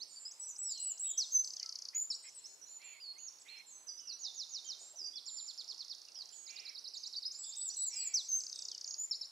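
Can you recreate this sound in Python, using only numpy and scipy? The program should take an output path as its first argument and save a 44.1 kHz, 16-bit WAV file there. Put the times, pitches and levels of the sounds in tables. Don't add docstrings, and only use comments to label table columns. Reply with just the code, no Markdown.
import sys
import numpy as np
from scipy import signal
from scipy.io import wavfile
from scipy.ndimage import uniform_filter1d

SR = 44100
rng = np.random.default_rng(int(sys.argv[2]) if len(sys.argv) > 2 else 0)


def output_pcm(signal):
    pcm = np.clip(np.atleast_2d(signal).T, -1, 1) * 32767
    wavfile.write(sys.argv[1], SR, np.round(pcm).astype(np.int16))


N = 410571


def gain_of(db):
    return 10 ** (np.asarray(db) / 20)


def unit_rms(x):
    return x / np.sqrt(np.mean(x ** 2) + 1e-20)


def add(mix, start_s, sound, side_db):
    left = gain_of(side_db)
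    stereo = np.array([[left], [1]]) * 2 / (1 + left) * sound
    part = mix[:, round(start_s * SR):][:, :len(sound)]
    part += stereo[:, :part.shape[1]]


def hush(level_db=-67, patch_db=1.95):
    # frequency_hz, relative_density_db
    spectrum = [(25, -72), (80, -18.5), (200, -15), (350, -6.5), (900, -5), (1900, -11.5), (4000, -8),
                (6600, -13), (9900, -9.5), (14300, -21.5)]
    band_hz, band_db = np.transpose(spectrum)
    frames, hz = N // 256 + 5, np.fft.rfftfreq(1024, 1 / SR)
    left_re, left_im, right_re, right_im, patches = rng.standard_normal((frames, len(hz), 5)).T
    patches = uniform_filter1d(patches, size=10, axis=0)
    patches = unit_rms(uniform_filter1d(patches, size=24, axis=1))
    density_db = np.interp(np.log(hz + 1), np.log(band_hz), band_db)
    bins = np.array([left_re + 1j * left_im, right_re + 1j * right_im])
    bins *= gain_of(density_db[:, None] + patch_db * patches)
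    noise = signal.istft(bins, nperseg=1024, noverlap=768)[1][:, :N]
    return gain_of(level_db) * unit_rms(noise)


def waver(t, low_hz, high_hz):
    return np.sin(2 * np.pi * (t * rng.uniform(low_hz, high_hz, (3, 1)) + rng.random((3, 1)))).sum(0)


def whistle(contour, flutter_db, octave_db, husk):
    time_s, hz, db = np.transpose(contour)
    t = np.arange(0, time_s[-1], 1 / SR)
    pitch = np.interp(t, time_s, hz)
    for _ in range(2):
        pitch = uniform_filter1d(pitch, len(t) // 9 + 1, mode="nearest")
    pitch *= 1 + .006 * rng.standard_normal()
    pitch *= 1 + husk * uniform_filter1d(rng.standard_normal(len(t)), size=60)
    pitch *= 1 + .003 * waver(t, 12, 45)
    phase = 2 * np.pi * (np.cumsum(pitch) / SR + rng.random())
    envelope = gain_of(np.interp(t, time_s, db) + flutter_db * waver(t, 40, 120))
    fades = np.clip(np.minimum(t, t[-1] - t) / min(.004, .14 * t[-1]), 0, 1)
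    octave_gain = gain_of(octave_db) * np.minimum(pitch / 6500, 1) ** 2
    return envelope * fades * (np.sin(phase) + octave_gain * np.sin(2 * phase)) * np.sqrt(2)


def song(notes, flutter_db, octave_db=-55, husk=0):
    out = np.zeros((2, N))
    for start_s, contour, side_db in notes:
        add(out, start_s, whistle(contour, flutter_db, octave_db, husk), side_db)
    return out


def note(length_s, start_hz, turn_hz, end_hz, turn_s, db, end_db, onset_db, response=((0, 0),), scoop=0):
    t = np.linspace(0, length_s, 40)
    glide = np.minimum(t / turn_s, 1)
    after_turn_s = np.maximum(t - turn_s, 0)
    ending = 1 - np.exp(-after_turn_s / .022)
    if length_s - turn_s < .033:
        glide = glide ** (.7 if turn_s > .04 else 1)
        ending = after_turn_s ** 1.4
    hz = start_hz + (turn_hz - start_hz) * glide + (end_hz - turn_hz) * ending / ending[-1]
    if start_hz > turn_hz and length_s > .1:
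        hz *= 1 - scoop * np.exp(-t / .004)
    level_db = db + np.interp(t, [0, turn_s, length_s], [onset_db, 0, end_db])
    return np.transpose([t, hz, level_db + np.interp(hz, *np.transpose(response))])


def beat(first_s, last_s, count, ahead_s=0):
    u = np.linspace(0, 1, count)
    return first_s + (last_s - first_s) * u - 4 * ahead_s * u * (1 - u)


def faint_birds():
    # start_s, length_s, start_hz, turn_hz, end_hz, turn_s, level_db, end_gain_db, side_db
    chirps = [ (0.0, .055, 6200, 6180, 6150, .012, -58, -3.5, -17),
              (0.091, .206, 7400, 7000, 7370, .035, -57, 0.1, -5.5),
              (0.074, .25, 8400, 8050, 7850, .17, -62, -1.5, -3),
              (0.407, .192, 6150, 5880, 6050, .032, -52, -14, -7.5),
              (0.629, .2, 6110, 4750, 4150, .1, -47.5, -13, -6.5),
              (1.262, .055, 8180, 7500, 6820, .027, -61, .9, -12.5),
              (1.43, .085, 7800, 8000, 7100, .03, -59, -1.5, -8.5),
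              (1.5555, .095, 4300, 3314, 2900, .028, -66.5, -13, -7),
              (1.638, .08, 1346, 1340, 1323, .015, -67.5, -3.4, 3),
              (2.1115, .06, 8500, 7650, 6300, .044, -55.5, -11, 1.9),
              (2.2235, .06, 8500, 7650, 6300, .044, -53.5, -11, 1.9),
              (2.2655, .035, 5100, 5360, 6800, .02, -53.5, -1.5, -7),
              (2.345, .06, 8500, 7650, 6300, .044, -51, -11, 1.9),
              (2.4375, .035, 5100, 5360, 6800, .02, -49, -1.5, -7),
              (2.479, .08, 6540, 6800, 6780, .038, -59, -2.1, 22),
              (2.612, .04, 6230, 5640, 6440, .023, -52.5, -4, -9.3),
              (2.664, .115, 6590, 7200, 6940, .053, -54, 1.5, -3),
              (2.839, .1, 6920, 7560, 6900, .009, -54, -4, -5),
              (2.9655, .06, 2025, 2195, 3070, .026, -65.5, -4, -15),
              (3.0, .13, 4910, 4880, 4300, .028, -51, 1.1, -4.5),
              (3.1545, .06, 2025, 2195, 3070, .026, -67.5, -4, -15),
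              (3.395, .035, 7900, 7950, 7040, .012, -60, .6, -3),
              (3.481, .14, 3220, 4317, 4204, .014, -53, -4.5, -5.5),
              (3.5585, .035, 5100, 5360, 6800, .02, -59.5, -1.5, -7),
              (3.66, .18, 7500, 6350, 6150, .075, -57, -9.5, -6.5),
              (3.67, .18, 8000, 7400, 8000, .024, -58, -12, -2.1),
              (3.866, .192, 6050, 5874, 5940, .032, -47.5, -14, -7.5),
              (3.9755, .035, 5100, 5360, 6800, .02, -50, -1.5, -7),
              (4.12, .05, 5550, 5960, 5740, .011, -48.5, -8, -7),
              (4.644, .07, 3180, 3130, 2960, .049, -58, -9.5, -9.5),
              (4.789, .14, 8040, 6350, 7550, .023, -55, -3, -3.2),
              (4.798, .045, 7800, 8500, 7600, .015, -62, -4, -3),
              (5.13, .07, 3265, 3515, 3384, .014, -61, 1.1, -15.5),
              (6.31, .21, 7270, 7260, 6620, .024, -56, -.6, -16),
              (6.325, .12, 6800, 7850, 8050, .02, -63, -6, -5),
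              (6.94, .11, 8100, 7000, 6150, .02, -56, -5, -1.5),
              (7.052, .028, 6200, 7000, 7900, .012, -56, -2.1, -1.5),
              (7.323, .206, 7500, 7000, 7370, .033, -54, 0.1, -5.5),
              (7.684, .192, 5880, 5874, 5940, .032, -51, -14, -7.5),
              (7.897, .14, 6250, 4550, 3900, .115, -46, -8, -6.5),
              (8.215, .055, 8180, 7500, 6820, .027, -59, .9, -12.5),
              (8.3545, .11, 8300, 7730, 6900, .064, -57, 0.1, -8.5),
              (8.5485, .11, 8300, 7730, 6900, .064, -58, 0.1, -8.5),
              (8.6845, .085, 4800, 3600, 2900, .028, -59, -13, -7),
              (8.855, .095, 6930, 6350, 6650, .035, -47.5, -5, -8), ]
    # first_s, last_s, count
    trills = [dict(first_s=2.682, last_s=2.815, count=2), dict(first_s=3.322, last_s=3.415, count=4)]
    notes = [(start_s, note(*row, onset_db=-6), side_db) for start_s, *row, side_db in chirps]
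    return song(notes, flutter_db=.7, husk=.03) + trill(trills, level_db=-64, side_db=-6)


def answering_wrens(side_db=-6.5):
    # start_s, length_s, start_hz, turn_hz, end_hz, turn_s, level_db, end_gain_db
    singles = [ (0.0, .038, 3620, 4170, 5740, .012, -44, 0.1),
               (3.18, .114, 6900, 6670, 5070, .088, -44, -2.1),
               (3.88, .045, 5200, 4800, 4740, .02, -44, -12),
               (4.069, .07, 6120, 4400, 3720, .038, -43.5, -2.1),
               (4.239, .075, 4170, 3760, 3580, .026, -45, 4),
               (4.957, .133, 6700, 4950, 4775, .055, -45, 1.1),
               (5.04, .038, 5040, 5720, 6400, .019, -47, 3), (5.256, .206, 7650, 7100, 7150, .05, -42, 1.1),
               (5.458, .018, 7200, 6900, 5900, .006, -45, -8),
               (6.144, .087, 6040, 4700, 3670, .063, -47.5, 7), ]
    # (first_s, last_s, count, ahead_s), growth_db, (a note as above without start_s)
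    runs = [ (dict(first_s=4.19, last_s=4.6415, count=4, ahead_s=-.001),
            -.6, (.107, 7500, 5600, 3505, .058, -42, 4)),
            (dict(first_s=5.155, last_s=5.895, count=8, ahead_s=-.002),
            1.5, (.047, 5840, 4454, 2985, .021, -44, 0.1)),
            (dict(first_s=6.462, last_s=7.2195, count=9, ahead_s=.0005),
            5.5, (.053, 5540, 3620, 6250, .022, -46.5, -3)),
            (dict(first_s=7.342, last_s=7.695, count=5, ahead_s=-.0005),
            2.5, (.025, 3830, 4775, 5720, .012, -47.5, -5)), ]
    # pitch_hz, gain_db
    response = [(3000, -22), (3600, -11), (4300, -3), (5500, 0), (6300, -5), (7300, -9)]
    # first_s, last_s, count, ahead_s
    trills = [dict(first_s=5.508, last_s=6.2885, count=24, ahead_s=.002)]
    voice = dict(onset_db=-5, response=response, scoop=.2)
    notes = [(start_s, note(*row, **voice), side_db) for start_s, *row in singles]
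    for timing, growth_db, row in runs:
        onsets = beat(**timing)
        for start_s, gain_db in zip(onsets, np.linspace(0, growth_db, len(onsets))):
            varied = np.multiply(row, 1 + .015 * rng.standard_normal(len(row)))
            notes.append((start_s, note(*varied, **voice) + [0, 0, gain_db], side_db))
    return song(notes, flutter_db=1.58, husk=.02) + trill(trills, level_db=-53.5, side_db=side_db)


def near_wren():
    syllables = { "low": [(0, 4710, -2), (1, 4547, -4.5)], "lift": [(0, 5010, 2), (1, 5210, 2)],
                 "tick": [(0, 4700, 4), (1, 6900, 6)], "opening arch": [(0, 8220, -20), (.05, 7750, 1),
                 (.5, 8050, -2.5), (.74, 7660, 0), (1, 6490, 2.5)], "arch": [(0, 8900, -14), (.08, 7400, 1),
                 (.29, 7930, 0), (.7, 7810, 1), (1, 6840, 3.5)], "plunge": [(0, 4600, -14), (.1, 6500, 7.5),
                 (.57, 4340, 1), (1, 3310, -17.5)], "held": [(0, 6340, -5.5), (.15, 6540, -3),
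                 (.34, 6173, 5.5), (.76, 6144, 0), (1, 6270, -4)], "dipping": [(0, 6540, -4),
                 (.38, 6080, 1.5), (.64, 6350, 4.5), (1, 6200, -5.5)], "climb": [(0, 6690, -.6),
                 (.16, 6980, 5), (.46, 6950, 3.5), (1, 7330, -3.5)], "quick climb": [(0, 6500, .6),
                 (.25, 7100, 6), (.4, 7000, 4), (1, 7250, -2.1)], "vee": [(0, 5350, 8), (.1, 5500, 12),
                 (.52, 3700, -1.1), (1, 5900, 2.1)], }
    # start_s, length_s, level_db, syllable
    score = [ (0.1585, .03, -49, "low"), (0.2515, .035, -47, "lift"), (0.307, .018, -56, "tick"),
             (0.3925, .125, -48, "opening arch"), (0.558, .015, -57, "tick"), (0.579, .15, -44.5, "arch"),
             (0.773, .012, -54, "tick"), (0.793, .133, -43, "arch"), (0.975, .012, -57, "tick"),
             (0.9905, .133, -42, "arch"), (1.1715, .088, -38.5, "plunge"), (1.317, .101, -34.5, "held"),
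             (1.947, .109, -40, "climb"), (2.101, .056, -45.5, "vee"), (7.1605, .03, -39.5, "low"),
             (7.2515, .035, -40.5, "lift"), (7.3105, .015, -51, "tick"), (7.386, .125, -50, "opening arch"),
             (7.55, .011, -53, "tick"), (7.5615, .136, -44, "arch"), (7.739, .011, -49.5, "tick"),
             (7.7605, .133, -41.5, "arch"), (7.935, .011, -49.5, "tick"), (7.955, .133, -43, "arch"),
             (8.134, .088, -37.5, "plunge"), (8.284, .117, -37.5, "dipping"),
             (8.979, .085, -45, "quick climb"), (9.1095, .054, -44.5, "vee"), (9.2095, .052, -50, "vee"), ]
    # first_s, last_s, count, ahead_s
    trills = [dict(first_s=1.442, last_s=1.884, count=15, ahead_s=.0045),
              dict(first_s=8.4025, last_s=8.939, count=18, ahead_s=.0042)]
    notes = [(start_s, np.multiply(syllables[name], [length_s, 1, 1]) + [0, 0, level_db], -.48)
             for start_s, length_s, level_db, name in score]
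    whistles = song(notes, flutter_db=1.26, octave_db=-30.5)
    return whistles + trill(trills, level_db=-43.5, side_db=.1, octave_db=-31.5)


def husky_songbird():
    # start_s, length_s, start_hz, turn_hz, end_hz, turn_s, level_db, end_gain_db
    calls = [ (0.69, .11, 3630, 4070, 4080, .016, -61, 2.5),
             (0.7515, .2, 3200, 2945, 2900, .032, -66, -2.1),
             (1.041, .16, 2170, 3380, 3250, .042, -65, -1.8), ]
    # start_s, length_s, start_hz, end_hz, level_db
    glides = [(1.038, .11, 3740, 3640, -62), (2.37, .17, 4100, 4300, -72), (2.66, .09, 4050, 4450, -69),
              (2.8, .18, 4200, 4400, -70), (3.99, .16, 3100, 2650, -73), (6.075, .02, 2850, 2600, -68),
              (6.155, .025, 2900, 3450, -66), (6.325, .02, 2900, 3400, -66),
              (7.431, .19, 3530, 3710, -62.5), (7.756, .11, 4130, 4150, -57), (7.82, .08, 4750, 4700, -63),
              (8.52, .1, 3750, 3650, -62)]
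    notes = [(start_s, note(*row, onset_db=-1.5), .8) for start_s, *row in calls]
    notes += [(start_s, [(0, start_hz, level_db), (length_s, end_hz, level_db)], -4)
              for start_s, length_s, start_hz, end_hz, level_db in glides]
    return song(notes, flutter_db=1.5, husk=.24)


def trill(timings, level_db, side_db, octave_db=-55):
    # time_s, pitch_hz, gain_db
    flick = [(0, 7300, -8), (.004, 5150, 6.5), (.0052, 4500, 2.5), (.0066, 4300, -11)]
    time_s, hz, gain_db = np.transpose(flick)
    notes = []
    for start_s in np.concatenate([beat(**timing) for timing in timings]):
        stretch, detune, accent, tilt = rng.standard_normal(4)
        db = level_db + gain_db + 1.5 * accent + 2 * tilt * np.cos(np.pi * time_s / time_s[-1])
        contour = np.transpose([time_s * (1 + .08 * stretch), hz * (1 + .02 * detune), db])
        notes.append((start_s, contour, side_db))
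    return song(notes, flutter_db=0, octave_db=octave_db)


def resonate(x, hz, width_hz):
    carrier = np.exp(2j * np.pi * np.cumsum(hz * np.ones(len(x))) / SR)
    pole = np.exp(-np.pi * width_hz / SR)
    return 2 * (carrier * signal.lfilter([1 - pole], [1, -pole], x / carrier)).real


def rasping_bird(flutter_hz=340):
    # start_s, length_s, level_db
    calls = [(1.605, 0.053, -66.5), (1.925, 0.064, -63), (2.233, 0.07, -63), (2.785, .225, -61),
             (3.44, 0.21, -60), (6.455, .315, -61), (7.885, 0.315, -61.5)]
    out = np.zeros((2, N))
    for start_s, length_s, level_db in calls:
        u = np.linspace(0, 1, round(length_s * SR))
        wobble, jitter = uniform_filter1d(rng.standard_normal((2, len(u))), size=200, axis=1)
        arch_hz = 1850 + 640 * (1 - np.exp(-u * length_s / .035)) - 330 * u ** 2
        phase = 2 * np.pi * np.cumsum(arch_hz * (1 + .4 * wobble)) / SR
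        flutter_phase = 2 * np.pi * np.cumsum(flutter_hz * (1 + 1.6 * jitter)) / SR
        depth = 1.05 * np.sin(np.pi * u ** .8)
        tone = np.sin(phase + depth * np.sin(flutter_phase)) * (1 + .4 * depth * np.cos(flutter_phase))
        tone += gain_of(-14) * np.sin(phase + 3 * flutter_phase)
        breath = resonate(rng.standard_normal(len(u)), arch_hz, width_hz=550)
        voice = unit_rms(unit_rms(tone) + gain_of(-8) * unit_rms(breath))
        add(out, start_s, gain_of(level_db) * voice * signal.windows.tukey(len(u), .42), side_db=-11)
    return out


def knocks(width_hz=330, attack_s=.006, t60_s=.2):
    # start_s, level_db, resonance_hz
    thumps = [(4.8, -68, 600), (4.93, -64, 600), (5.005, -65, 392)]
    out, t = np.zeros((2, N)), np.arange(4000) / SR
    for start_s, level_db, hz in thumps:
        noise = rng.standard_normal(len(t))
        body = unit_rms(resonate(resonate(noise, hz, width_hz), hz, width_hz))
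        envelope = (1 - np.exp(-t / attack_s)) * gain_of(level_db - 60 * t / t60_s)
        add(out, start_s, envelope * body, side_db=.1)
    return out


def trees(direct, branch_db, branch_t60_s, trunk_db, trunk_t60_s, correlation):
    delays = np.arange(90, SR - 20, 20) + rng.integers(0, 20, (2, (SR - 91) // 20))
    taps = np.zeros((2, SR))
    np.put_along_axis(taps, delays, rng.choice([-1., 1.], delays.shape), 1)
    taps[1] = correlation * taps[0] + np.sqrt(1 - correlation ** 2) * taps[1]
    t = np.arange(SR) / SR
    decays = []
    for db, t60_s in (branch_db, branch_t60_s), (trunk_db, trunk_t60_s):
        decay = gain_of(-60 * t / t60_s)
        decays.append(gain_of(db) * decay / np.linalg.norm(decay * taps[0]))
    highpass = signal.butter(2, 3600, "high", fs=SR)
    echoes = signal.lfilter(*highpass, taps * np.hypot(*decays))
    return direct + signal.fftconvolve(direct, echoes, axes=1)[:, :N]


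def scene():
    near = near_wren() + rasping_bird()
    far = answering_wrens() + faint_birds()
    deep = husky_songbird()
    near = trees(near, branch_db=-7, branch_t60_s=.041, trunk_db=-9, trunk_t60_s=.75, correlation=.86)
    far = trees(far, branch_db=-9.5, branch_t60_s=.063, trunk_db=-5, trunk_t60_s=.8, correlation=.88)
    deep = trees(deep, branch_db=-4, branch_t60_s=.11, trunk_db=1.5, trunk_t60_s=.85, correlation=.56)
    return near + far + deep + knocks() + hush()


def record(dry):
    cutoff_hz = 15700
    lowpass = signal.firwin(511, cutoff_hz, window=("kaiser", 9), fs=SR)
    return signal.oaconvolve(dry, lowpass[None], "same")


dry = scene()
out = record(dry)
output_pcm(out)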